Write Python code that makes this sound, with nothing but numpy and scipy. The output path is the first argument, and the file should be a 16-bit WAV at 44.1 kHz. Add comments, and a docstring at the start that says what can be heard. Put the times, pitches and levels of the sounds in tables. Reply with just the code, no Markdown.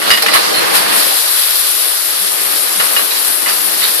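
"""Water drums inside the steel tunnel of a conveyor dishwasher, loudest in the first second.
Spray hisses on the strip curtain and patters on the steel, and a few gushes slap the curtain.
Crockery knocks and rings in the racks, cutlery chinks and scrapes, and a rack bumps the steel.
A moving low-cut filter thins the bass, and a few soft, low blips sound underneath."""
import sys
import numpy as np
from scipy.fft import rfft, irfft
from scipy.io import wavfile

SR = 44100
rng = np.random.default_rng(int(sys.argv[2]) if len(sys.argv) > 2 else 0)


def wav_out(sig):
    """Save sig, one row per channel (or a flat mono array), as 16-bit PCM at SR to the path in sys.argv[1]."""
    wavfile.write(sys.argv[1], SR, np.round(np.clip(np.atleast_2d(sig).T, -1, 1) * 32767).astype(np.int16))


N = 176400
T = np.arange(N) / SR
HZ = np.maximum(np.fft.rfftfreq(N, 1 / SR), 1)


def drumming(boost_db=21):
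    """Water jets beat on the tunnel walls, which boom at their own favourite pitches."""
    # how loud the drumming is, before the boost: t/s, level/dB
    loudness = [(0, -30), (.095, -23), (.16, -30), (.21, -29), (.25, -29), (.48, -25.5), (.72, -25),
                (.97, -24.5), (1.19, -34.5), (1.55, -38), (1.88, -34), (2.0, -38.5), (2.25, -34),
                (2.7, -32), (2.9, -31.5), (3.33, -34), (3.52, -32), (4, -34)]
    # its tone colour, from bass to treble: f/Hz, level/dB
    colour = [(30, -26), (80, -9), (135, -7), (230, -5), (400, -5.5), (650, -2), (1000, -4.5), (1700, -4),
              (2500, -6.5), (4500, -11), (7000, -13), (14000, -27.5)]
    # pitches the steel tunnel favours: f/Hz, width/Hz, lift/dB
    panels = [(318, 23, 4), (1108, 160, 2.5), (1228, 21, 6), (1876, 140, 1.5), (2700, 23, 5),
              (4400, 140, 5.5)]
    lift = sum(db / (1 + (2 * (HZ - hz) / width) ** 2) for hz, width, db in panels)
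    water = noise(at_hz(colour) + lift, grain_db=-0.1)
    return from_db(boost_db + in_time(loudness)) * churn(water, patchy_db=1.48)


def spray(grain_db=-0.8):
    """Many tiny drops hiss on the curtain and patter on the steel, with a gush now and then."""
    # how loud the hiss on the curtain is: t/s, level/dB
    hiss_level = [(0, -21.5), (.5, -22), (.9, -20), (.97, -13), (1.2, -13), (1.6, -12), (1.9, -13),
                  (2.1, -15), (2.8, -14), (3.4, -15), (4, -14)]
    # tone colour of the hiss: f/Hz, level/dB
    hiss_colour = [(100, -44), (300, -8.5), (700, -13.5), (1300, -3.5), (2500, -4.5), (4200, -2.5),
                   (7000, -1), (10000, -1), (14500, -1.3)]
    # how loud the rinse jets patter: t/s, level/dB
    patter_level = [(0, -26), (.35, -11), (.6, -32), (.85, -20), (1.05, -13.5), (1.2, -15), (1.45, -13.5),
                    (1.8, -24), (2.15, -20), (2.6, -33), (2.95, -35), (3.5, -25), (4, -20)]
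    # tone colour of the patter: f/Hz, level/dB
    patter_colour = [(100, -37), (1000, -4), (1700, -3), (2600, -6.5), (3600, -1), (4700, -1.5),
                     (6000, -15), (14000, -39)]
    # gushes slapping the curtain: t/s, level/dB, swell/s, fade/s
    gushes = [(0.22, -13.5, .004, 0.1), (0.334, -11.5, 0.0086, 0.25), (0.725, -10.5, 0.032, 0.3),
              (3.48, -20, .015, 0.28), (3.87, -19.5, .015, 0.15)]
    # tone colour of a gush: f/Hz, level/dB
    gush_colour = [(30, -22), (300, -6), (1500, 9), (3000, 4.5), (6000, 2), (14000, 0)]
    hiss = churn(noise(at_hz(hiss_colour), grain_db), patchy_db=1.22)
    patter = churn(noise(at_hz(patter_colour), grain_db=2), patchy_db=.6)
    gush_gain = sum(from_db(db) * burst(start, swell, fade) for start, db, swell, fade in gushes)
    slaps = gush_gain * noise(at_hz(gush_colour), grain_db)
    return from_db(in_time(hiss_level)) * hiss + from_db(in_time(patter_level)) * patter + slaps


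def crockery(spread_cents=5, ring_fade_s=.14, focus_db_per_octave=15, dip_db=-7, dip_width_hz=50):
    """Each knock rattles the rack and rings a plate; where it is hit decides which tones stand out."""
    # knocks: t/s, rattle/dB, ring/dB, favoured f/Hz, rattle tilt/(dB per octave), swell/s, fade/s
    knocks = [(.015, -17, -10, 1800, 0, .01, .2), (.103, 2, -2, 3200, 1.5, .001, .085),
              (.109, -4, 0, 4940, 3, .0022, .22), (.111, -10, -1, 2100, 1, .002, .08),
              (.134, -10, -4.5, 2900, 4.5, .003, .14), (.172, -6, -6, 1850, 2, .0033, .09),
              (.26, -3.5, -6, 1830, 2, .004, .075), (.281, -3.5, -7, 1900, 2, .004, .075),
              (.333, -3, -4.5, 1830, 1.5, .0035, .1), (.346, -1.5, -1.5, 1110, -1.1, .0027, .25),
              (.636, -11, -34, 1200, -3.5, .004, .087), (2.795, -7, -10, 2900, -.7, .006, .2),
              (2.835, -17, -15, 1310, -2, .008, .2), (2.963, -5, -5, 2880, 0, .002, .085),
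              (2.988, -15, -12, 1310, -1.5, .008, .25), (3.458, -11, -10, 2050, -.3, .015, .27),
              (3.815, -13, -15, 2550, 4, .025, .25)]
    # tones of a plate: f/Hz, level/dB
    plate = [(1135, -1.5), (1310, -9), (1785, -12), (1862, -5.5), (2015, -2.5), (2160, -9), (2550, -11),
             (2855, -7), (2905, 0), (3590, -17), (3802, -9.5), (4904, -3.5), (8725, -12)]
    # tone colour of the rattle: f/Hz, level/dB
    rattle_colour = [(30, -60), (120, -36), (300, -6), (600, -2.5), (1100, 3.5), (1900, 5), (3200, -3.5),
                     (5000, -9.5), (7000, -12), (14000, -28)]
    out = 0
    for start, rattle_db, ring_db, focus_hz, tilt, swell, fade in knocks:
        tuning = 2 ** (spread_cents * rng.uniform(-1, 1) / 1200)  # no two plates are quite alike
        tones = [(hz * tuning, db - focus_db_per_octave * abs(np.log2(hz / focus_hz)), ring_fade_s)
                 for hz, db in plate]
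        # the rattle is weaker at the pitches where the plate rings
        dips = sum(dip_db * from_db(db) / (1 + (2 * (HZ - hz) / dip_width_hz) ** 2)
                   for hz, db, _ in tones)
        colour = at_hz(rattle_colour) + dips + tilt * np.log2(HZ / 2000)
        rattle = from_db(rattle_db) * burst(start, swell, fade) * noise(colour, grain_db=2.5)
        out = out + rattle + ring(tones, start, ring_db)
    return out


def cutlery(chink_boost_db=2.5, shimmer_ratio=2.58, shimmer_fade_s=.19):
    """Steel slides on steel in short scrapes, and rings with a bright chink when struck."""
    # scrapes: t/s, level/dB, pitch ratio, swell/s, fade/s
    scrapes = [(.221, -6.5, 1.05, .0046, 0.12), (.305, -11, 1, 0.011, 0.56), (.42, -14, 1.12, 0.027, 0.43),
               (.537, -10.5, 0.91, 0.018, .25), (.745, -14, 1.08, .025, .45),
               (3.098, -12, 0.974, 0.014, 0.63), (3.475, -12.5, 1.16, 0.013, .4),
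               (3.795, -9, 0.91, 0.048, 0.26)]
    # tone colour of a scrape at pitch ratio 1: f/Hz, level/dB
    scrape_colour = [(100, -48), (2500, 1), (3600, -38), (3950, 5), (4450, -1.5), (5000, 0), (5800, -7),
                     (14000, -63)]
    # chinks: t/s, level before the boost/dB, main f/Hz, high shimmer against the main tone/dB
    chinks = [(.35, -20, 4990, -30), (.355, -14, 4100, -14), (.538, -14.5, 4205, -13), (.552, -22, 4215, 3),
              (.568, -15, 4199, -8), (.762, -21, 4530, -20), (2.98, -18.5, 4100, -18),
              (3.115, -23, 3960, -18), (3.84, -21, 4270, -18)]
    # tones of a piece of cutlery: pitch ratio, level/dB, fade/s
    piece = [(.715, -6, .22), (1, 0, .21), (1.022, -9, .15)]
    out = 0
    for start, db, ratio, swell, fade in scrapes:
        colour = at_hz([(hz * ratio, level) for hz, level in scrape_colour])
        out = out + from_db(db) * burst(start, swell, fade) * noise(colour, grain_db=-2.5)
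    for start, db, hz, shimmer_db in chinks:
        tones = [(hz * ratio, level, fade) for ratio, level, fade in piece]
        tones.append((hz * shimmer_ratio, shimmer_db, shimmer_fade_s))
        out = out + ring(tones, start, db + chink_boost_db)
    return out


def rack_bumps():
    """A rack nudges the steel, which answers with a dull note."""
    # soft bumps: t/s, level/dB
    bumps = [(.232, -9.5), (.315, -12.5), (.515, -8.5), (.55, -16), (.715, -9.5)]
    # tones of the steel panel: f/Hz, level/dB, fade/s
    panel_tones = [(464, -9.5, 0.17), (553, -13, 0.11), (618, -11, 0.28), (690, -19, 0.12), (794, -7, 0.15)]
    return sum(ring(panel_tones, start, db) for start, db in bumps)


def low_blips(rise_per_s=1.6, right_db=-7):
    """A few soft, low blips near the bass edge, each rising a little in pitch."""
    # blips: t/s, level/dB, starting f/Hz
    blips = [(.56, -25, 105), (1.191, -38, 169), (2.449, -32.5, 144), (2.199, -28.5, 180),
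             (2.765, -24.5, 181), (3.64, -32.5, 130)]
    out = 0
    for start, db, hz in blips:
        age = np.maximum(T - start, 0)
        phase = 2 * np.pi * (hz * age * (1 + rise_per_s * age / 2) + rng.random())
        out = out + from_db(db) * burst(start, swell_s=.02, fade_s=.2) * np.sin(phase)
    return np.array([out, -from_db(right_db) * out])  # the right wave is softer and upside down


def from_db(db):
    """Turn decibels into a number to multiply the sound by."""
    return 10 ** (np.asarray(db) / 20)


def in_time(rows):
    """Join a table's points with straight lines, giving a value at every sample."""
    return np.interp(T, *np.transpose(rows))


def at_hz(rows, column=1):
    """Join a table's points, giving a value at every frequency."""
    rows = np.array(rows)
    return np.interp(np.log(HZ), np.log(rows[:, 0]), rows[:, column])


def drift(rate_hz):
    """A smooth random wiggle of typical size 1; a higher rate wiggles faster."""
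    wiggle = irfft(rfft(rng.standard_normal(N)) / (1 + (HZ / rate_hz) ** 2), N)
    return (wiggle - wiggle.mean()) / wiggle.std()


def noise(colour_db, grain_db):
    """Stereo noise of a given tone colour, made grainy by a fast flicker like that of single drops."""
    # how alike left and right are: f/Hz, likeness (-1 opposite, 1 the same)
    likeness = [(50, -0.93), (250, -0.72), (700, -0.56), (1100, -0.23), (1800, -0.043), (2700, -0.11),
                (4500, -0.033), (14000, 0.063)]
    grain = from_db(grain_db * drift(rate_hz=500))
    mid, side = rfft(rng.standard_normal((2, N)) * grain)
    alike = at_hz(likeness)
    stereo = np.sqrt(1 + alike) * mid + np.sqrt(1 - alike) * side * [[1], [-1]]
    return irfft(from_db(colour_db) * stereo, N)


def churn(x, patchy_db, bands=14):
    """Water sloshes: each band of pitches flickers by itself, and all surge together."""
    place = np.interp(np.log(HZ), np.log([100, 14000]), [0, bands - 1])
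    spectrum = rfft(x)
    surge = 0.43 * drift(rate_hz=6.6)
    out = 0
    for k in range(bands):
        band = irfft(spectrum * np.maximum(1 - abs(place - k), 0), N)
        out = out + band * from_db(patchy_db * (surge + drift(rate_hz=9.1)))
    return out


def burst(start, swell_s, fade_s):
    """A loudness curve that swells, then dies away; a fade time is how long it takes to fall 60 dB."""
    age = np.maximum(T - start, 0)
    fall_db = -60 * np.clip((age - swell_s) / fade_s, 0, 3)
    return np.minimum(age / swell_s, 1) * from_db(fall_db)


def ring(tones, start, db, swell_s=.004, waver_db=2, wobble_rad=.7):
    """A struck object's tones die away; reflections make each waver differently left and right."""
    out, first = np.zeros((2, N + SR)), int(start * SR)
    age, knots = T[:SR // 2], np.linspace(0, .5, 50)
    for hz, tone_db, fade in tones:
        for side in out:
            waver, wobble = (np.interp(age, knots, k) for k in rng.standard_normal((2, len(knots))))
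            level = db + tone_db + waver_db * waver - 60 * age / fade
            phase = 2 * np.pi * (hz * age + rng.random()) + wobble_rad * wobble
            side[first:first + len(age)] += from_db(level) * np.sin(phase) * np.minimum(age / swell_s, 1)
    return out[:, :N]


def thin_bass(x, waver_octaves=.07, leak_db=-42):
    """A steep low-cut filter turns down the bass below an edge that moves and wavers."""
    # where the edge lies: t/s, f/Hz
    bass_edge = [(0, 139), (.12, 100), (.18, 201), (.24, 113), (.45, 135), (.58, 95), (.9, 133), (1.1, 171),
                 (1.3, 288), (1.6, 262), (1.95, 292), (2.2, 167), (2.65, 202), (2.78, 165), (2.9, 205),
                 (3.4, 178), (3.66, 154), (4, 183)]
    edges_hz = np.geomspace(70, 360, 12)
    octave = np.log2(in_time(bass_edge)) + waver_octaves * drift(rate_hz=13)
    place = np.interp(octave, np.log2(edges_hz), np.arange(len(edges_hz)))
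    spectrum = rfft(x)
    out = 0
    for k, hz in enumerate(edges_hz):  # blend the two filters nearest the moving edge
        low_cut = 1 / (1 + (hz / HZ) ** 14) + from_db(leak_db)
        out = out + irfft(spectrum * low_cut, N) * np.maximum(1 - abs(place - k), 0)
    return out


def scene():
    """A moving low-cut filter thins the bass of the machine's sounds; soft, low blips sound beneath."""
    return thin_bass(drumming() + spray() + crockery() + cutlery() + rack_bumps()) + low_blips()


def record(dry, ceiling=1.03, cutoff_hz=14600):
    """Two microphones colour the sound, squash the loudest knocks and lose the highest treble."""
    # tone colour of the microphones: f/Hz, left/dB, right/dB
    mics = [(149, -4.5, -11.5), (423, 2.5, -2), (980, -1.5, -2), (2280, -3.5, -2), (3290, -2.5, 1),
            (4230, -4, 3.5), (5060, -3.5, 2), (6580, -6.5, -8.5), (8090, -0.5, -5.5), (9610, 6.5, -5),
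            (10850, 9.5, -6), (12180, 7, -6.5), (17000, -10, -15)]
    coloured = irfft(rfft(dry) * from_db([at_hz(mics, column=1), at_hz(mics, column=2)]), N)
    squashed = coloured / (1 + (coloured / ceiling) ** 16) ** (1 / 16)
    return irfft(rfft(squashed) / np.sqrt(1 + (HZ / cutoff_hz) ** 400), N)


dry = scene()
out = record(dry)
wav_out(out)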